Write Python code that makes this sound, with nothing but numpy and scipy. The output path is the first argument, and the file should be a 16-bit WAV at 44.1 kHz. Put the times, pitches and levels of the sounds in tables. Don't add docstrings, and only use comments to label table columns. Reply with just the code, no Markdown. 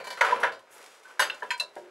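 import sys
import numpy as np
from scipy import signal
from scipy.fft import rfft, irfft
from scipy.io import wavfile
from scipy.ndimage import uniform_filter1d

SR = 44100
rng = np.random.default_rng(int(sys.argv[2]) if len(sys.argv) > 2 else 0)


def bounce(signal):
    frames = np.transpose(np.atleast_2d(signal))
    limited = np.clip(frames, -1, 1)
    pcm = np.round(limited * 32767).astype(np.int16)
    wavfile.write(sys.argv[1], SR, pcm)


N = 83790


def undb(db):
    return 10 ** (np.asarray(db) / 20)


def unit(x):
    return x / np.sqrt(np.mean(x ** 2) + 1e-20)


def shape(x, points):
    hz, db = np.array(points, float).T
    f = np.fft.rfftfreq(len(x), 1 / SR) + 1
    return irfft(rfft(x) * undb(np.interp(np.log(f), np.log(hz), db)), len(x))


def colour(x, points):
    return unit(shape(x, points))


def walk(rate_hz):
    hold = int(SR / rate_hz)
    steps = np.repeat(rng.standard_normal(N // hold + 1), hold)
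    return 1.33 * uniform_filter1d(steps, hold)[:N]


def envelope(t, rise_s, t60_s):
    return (1 - np.exp(-t / rise_s)) * np.exp(-np.log(1000) * t / t60_s)


def add(out, start_s, x):
    i = max(int(start_s * SR), 0)
    out[i:i + len(x)] += x[:N - i]


# f/Hz, level/dB
AIR_SPECTRUM = [(18, -52), (30, -23), (168, -21), (455, 2), (787, -2), (970, 1), (1110, -2.5), (1400, -1.5),
                (1770, -5.5), (2180, -6.5), (3400, -15), (5170, -19.5), (15500, -36)]


def outdoor_air(level_db=-56.5, wander_db=3, wander_hz=5.585):
    return undb(level_db + wander_db * walk(wander_hz)) * colour(rng.standard_normal(N), AIR_SPECTRUM)


# f/Hz, level/dB, t60/s
YARD_BANDS = [(115, 4, 0.86), (159, -3.5, 0.73), (262, 4.5, 0.44), (403, 1, 0.39), (930, -15, 0.31),
              (2450, -13.5, 0.21), (5560, -6, 0.16), (12700, -34, 0.25)]


def yard_response(rise_s=0.0057):
    t = np.arange(SR) / SR
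    log_f = np.log(np.fft.rfftfreq(SR, 1 / SR) + 1)
    log_centres = np.log([row[0] for row in YARD_BANDS])
    noise_spectrum = rfft(rng.standard_normal(SR))
    out = 0
    for share, (_, db, t60_s) in zip(np.eye(len(YARD_BANDS)), YARD_BANDS):
        band = irfft(noise_spectrum * np.interp(log_f, log_centres, share), SR)
        out = out + undb(db) * band * unit(envelope(t, rise_s, t60_s)) / np.sqrt(SR)
    return out


def with_echoes(direct, wall_s=0.029, wall_db=-18):
    heard = direct + signal.fftconvolve(direct, yard_response())[:N]
    add(heard, wall_s, undb(wall_db) * direct)
    return heard


# f/Hz, gain/dB
SIDE_CURVE = [(100, -2), (300, -15), (700, -4.5), (1400, -8.5), (2800, 0.5), (5500, 3.5), (10000, -6.5),
              (14000, -16)]


def narrow_stereo(mid, side_db=-19.5):
    side = undb(side_db) * shape(signal.hilbert(mid).imag, SIDE_CURVE)
    return mid + side * np.array([[1], [-1]])


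# t/s, level/dB
RUSTLE_LEVELS = [(0, -71), (.69, -73), (.72, -61.5), (.79, -58.5), (.85, -60.5), (.95, -59.5), (1.02, -66),
                 (1.1, -60), (1.18, -69), (1.4, -62.5), (1.72, -72), (1.79, -61), (1.9, -79)]
# t/s, level/dB
CREASE_EVENTS = [(0.827, -43), (.841, -40.5), (0.861, -38.5), (.977, -63), (1.034, -48), (1.404, -53),
                 (1.754, -44)]
# f/Hz, level/dB
CLOTH_SPECTRUM = [(300, -12), (900, 3), (2300, 7), (4500, 3), (8000, 2), (11000, -3.5), (15500, -16)]


def clothes(t, grain_db=1.5, grain_hz=210):
    contour_db = np.interp(t, *np.array(RUSTLE_LEVELS).T)
    gain = undb(contour_db + grain_db * walk(grain_hz))
    for start_s, db in CREASE_EVENTS:
        gain = gain + undb(db) * envelope(np.maximum(t - start_s, 0), rise_s=0.0011, t60_s=0.014)
    return gain * colour(rng.standard_normal(N), CLOTH_SPECTRUM)


# f/Hz, level/dB
NYLON_SPECTRUM = [(3500, -30), (7200, -1), (11000, 0), (15500, -14)]


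def sleeve_swish(t, start_s=0.705, level_db=-53):
    hiss = colour(rng.standard_normal(N), NYLON_SPECTRUM)
    return undb(level_db) * hiss * envelope(np.maximum(t - start_s, 0), rise_s=0.015, t60_s=0.5)


# t/s, length/s, grind level/dB, squeal f/Hz, squeal level/dB
SLIDE_EVENTS = [(0.225, 0.093, -31.5, 1000, -37), (0.316, 0.027, -31.5, 994, -15.5),
                (0.324, 0.122, -38, 922, -50), (1.045, 0.09, -55.5, 1513, -49.5)]
# f/Hz, level/dB
GRIND_SPECTRUM = [(60, -61), (120, -21.5), (280, -16), (450, 6.5), (780, 4.5), (1000, 8), (1600, 1),
                  (2400, -2), (4000, -15), (7000, -26), (11000, -32), (15500, -45)]


def tile_slides(t, fade_s=0.013, slips_per_s=1300, scatter_db=2.5, waver=0.0135):
    out = 0
    for start_s, length_s, grind_db, squeal_hz, squeal_db in SLIDE_EVENTS:
        gate = np.clip((t - start_s) / fade_s, 0, 1) * np.clip((start_s + length_s - t) / fade_s, 0, 1)
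        slips = (rng.random(N) < slips_per_s / SR) * undb(scatter_db * rng.standard_normal(N))
        pitch_hz = squeal_hz * (1 + waver * walk(rate_hz=199.2))
        squeal = np.sin(2 * np.pi * np.cumsum(pitch_hz) / SR) * undb(2 * walk(rate_hz=94.2))
        out = out + gate * (undb(grind_db) * colour(slips, GRIND_SPECTRUM) + undb(squeal_db) * squeal)
    return out


PART_MODES = { "tile": [(578, -8.5, 0.078), (640, -2, 0.078), (941.6, 4.5, 0.11), (998, -2.5, 0.27),
              (974, -15.5, 0.26), (1255, -19, 0.065), (1332, -6.5, 0.19), (1455, -1.5, 0.12),
              (1631, 5, 0.043), (1649, -2, 0.16), (1755, 5.5, 0.056), (2270, -23, 0.24), (2680, -20, 0.3),
              (3040, -19, 0.21)], "frame": [(867, -9, 0.29), (1020, 5, 0.093), (1502, 1, 0.15),
              (1576, 6, 0.1), (1790, 2, 0.14), (2305, -6, 0.16), (2887, -3.5, 0.17), (3693, -9, 0.2),
              (4500, -10, 0.18), (4820, -12, 0.28), (6360, -6, 0.17), (7900, -14, .19), (9240, -5.5, 0.06),
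              (10800, -10, 0.063)], "stop": [(1467, -3.5, .14), (2700, 4, 0.054), (2946, 1, 0.034),
              (3650, -11, 0.085), (4097, 0, 0.02), (5290, -21, 0.11)], "bar": [(953, -1, 0.21),
              (1515, -1, 0.14), (1580, -4, 0.12), (1796, 4, 0.067), (2207, -5, .09), (2308, -10, 0.23),
              (2562, 4.5, 0.076), (3200, -4, 0.12), (4110, -5.5, 0.11), (4670, -14, 0.14),
              (5125, -13, 0.078), (6980, -10.5, 0.06), (8140, -14, 0.049), (10470, -41, .07)],
              "hook": [(2678, -0.5, 0.066), (3900, -5.5, 0.14), (4025, -0.5, 0.067), (4370, -11, .12),
              (4170, -16, .15), (5260, -11.5, 0.049), (6160, -13, 0.039), (7150, -21, .09),
              (8150, -13, 0.03), (9109, -31, 0.11), (9620, -18, 0.074), (12600, -39, 0.036)],
              "edge": [(971, 3, 0.16), (1029.4, 2.5, 0.29), (1036, -10, 0.13), (1529, -3.5, 0.32),
              (1857, -3, 0.18), (2315, 2, 0.12), (2980, -3.5, 0.14), (3978, -12, 0.16), (4120, -8.5, 0.26),
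              (4510, 0.5, 0.085), (4900, -12, 0.095), (7100, -11.5, 0.13), (9500, -26, 0.12),
              (11000, -22, 0.086)], "deck": [(396.2, -9.5, 0.34), (467, -25, 0.41), (530, -1.5, 0.1),
              (604, -3, 0.16), (677, 2, 0.078), (947, -10.5, 0.36), (1628, -15, 0.31)], }


def ring(t, part, rise_s=0.0015, detune=0.0028, twin_spread_hz=21.3, twin_db=-2.5):
    modes = PART_MODES[part]
    scatter = rng.standard_normal((len(modes), 3))
    phases = rng.random(len(modes))
    out = 0
    for (hz, db, t60_s), (mistune, split, twin_phase), phase in zip(modes, scatter, phases):
        angle = 2 * np.pi * (hz * (1 + detune * mistune) * t + phase)
        twin = np.sin(angle + 2 * np.pi * (twin_spread_hz * split * t + twin_phase))
        out = out + undb(db) * envelope(t, rise_s, t60_s) * (np.sin(angle) + undb(twin_db) * twin)
    return out


# f/Hz, level/dB
CRACK_SPECTRUM = [(40, -45), (90, -50), (120, -29), (200, -28.5), (290, -24), (550, -2.5), (780, -3.5),
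                  (1000, -4), (1650, -0.5), (2400, -10), (3400, -13), (6000, -23), (11000, -28.5),
                  (15500, -43)]


def crack(t, bass_db, treble_db, focus_hz, t60_s, rise_s=0.0011):
    bass_hz, treble_hz = 700, 3800
    focus_db, focus_octaves = 7, 0.18
    ripple_db, ripple_step_hz = 3, 110
    f = np.fft.rfftfreq(len(t), 1 / SR) + 1
    bass_shelf = 1 / (1 + (f / bass_hz) ** 4)
    treble_shelf = 1 / (1 + (treble_hz / f) ** 4)
    focus = np.exp(-0.5 * (np.log2(f / focus_hz) / focus_octaves) ** 2)
    ripple = np.interp(f / ripple_step_hz, np.arange(512), rng.standard_normal(512))
    gain_db = bass_db * bass_shelf + (treble_db + ripple_db * ripple) * treble_shelf + focus_db * focus
    noise = colour(rng.standard_normal(len(t)), CRACK_SPECTRUM)
    return irfft(rfft(noise) * undb(gain_db), len(t)) * envelope(t, rise_s, t60_s)


# t/s, part, ring level/dB, then the crack's level/dB, bass/dB, treble/dB, focus f/Hz, t60/s
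CONTACTS = [ (0.000, "edge", -53, -43.5, 17, 1, 2400, 0.19), (0.041, "edge", -49, -49, -6, 13, 1570, 0.43),
            (0.069, "edge", -44.5, -42.5, 11.5, 15, 950, .11),
            (0.103, "edge", -43.5, -41, 10, 14, 4420, 0.17), (0.126, "edge", -49, -45, 0, 11, 1900, 0.13),
            (0.171, "edge", -59, -39.5, -2, 1.5, 1230, 0.35),
            (0.2095, "tile", -28.5, -13, -8, -3, 2070, 0.055),
            (0.2152, "tile", -22.5, -26, -12, -2, 1690, 0.13),
            (0.246, "tile", -41, -22.5, -24, -5.5, 1410, .25),
            (0.308, "tile", -37.5, -29, 7, -4, 1350, 0.22),
            (0.358, "tile", -42, -34.5, 15.5, -2, 1050, 0.089), (0.4, "edge", -66, -47, 1, 14, 10400, 0.18),
            (0.4314, "tile", -23, -18, -1, -9, 1740, 0.12), (0.463, "tile", -41, -29.5, 1, -11, 1470, 0.18),
            (0.519, "edge", -50, -42, -3, -1, 4500, 0.21), (0.591, "edge", -70, -63, -4, 19.5, 3100, 0.075),
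            (1.194, "frame", -31, -17.5, -3, 5.5, 1670, 0.044),
            (1.200, "frame", -27, -27, 1.5, 11, 11300, .18),
            (1.220, "frame", -35.5, -25, -1.5, -5, 3050, 0.21),
            (1.298, "stop", -28, -25, -41, -8, 2850, 0.051), (1.343, "edge", -55, -48, -2, 9, 7500, 0.075),
            (1.421, "tile", -36.5, -49, 7.5, -16, 1566, 0.18),
            (1.428, "tile", -52.5, -40, 15, -1.5, 970, 0.13),
            (1.505, "bar", -27.5, -25.5, -60, 0, 2480, 0.11),
            (1.577, "edge", -69, -54, -3, 21.5, 8300, 0.059),
            (1.598, "hook", -25.5, -38.5, -20, 23.5, 3880, 0.057),
            (1.602, "hook", -32, -43, -5, 6, 4300, .05), (1.607, "tile", -46.5, -33.5, 6, -10, 1000, 0.03),
            (1.617, "deck", -43.5, -59, -3, -11, 625, 0.041),
            (1.764, "deck", -37, -40, 20, -11, 680, 0.067), ]


def blows():
    out = np.zeros(N)
    t = np.arange(SR // 2) / SR
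    for start_s, part, ring_db, crack_db, bass_db, treble_db, focus_hz, t60_s in CONTACTS:
        add(out, start_s, undb(ring_db) * ring(t, part))
        add(out, start_s, undb(crack_db) * crack(t, bass_db, treble_db, focus_hz, t60_s))
    return out


def scene():
    t = np.arange(N) / SR
    work = blows() + tile_slides(t) + clothes(t) + sleeve_swish(t)
    return narrow_stereo(with_echoes(work) + outdoor_air())


def record(dry):
    low_cut_hz, high_cut_hz = 130, 15500
    highpass = signal.butter(3, low_cut_hz, "high", fs=SR, output="sos")
    lowpass = signal.ellip(8, 0.2, 80, high_cut_hz, fs=SR, output="sos")
    return signal.sosfilt(lowpass, signal.sosfilt(highpass, dry))


dry = scene()
out = record(dry)
bounce(out)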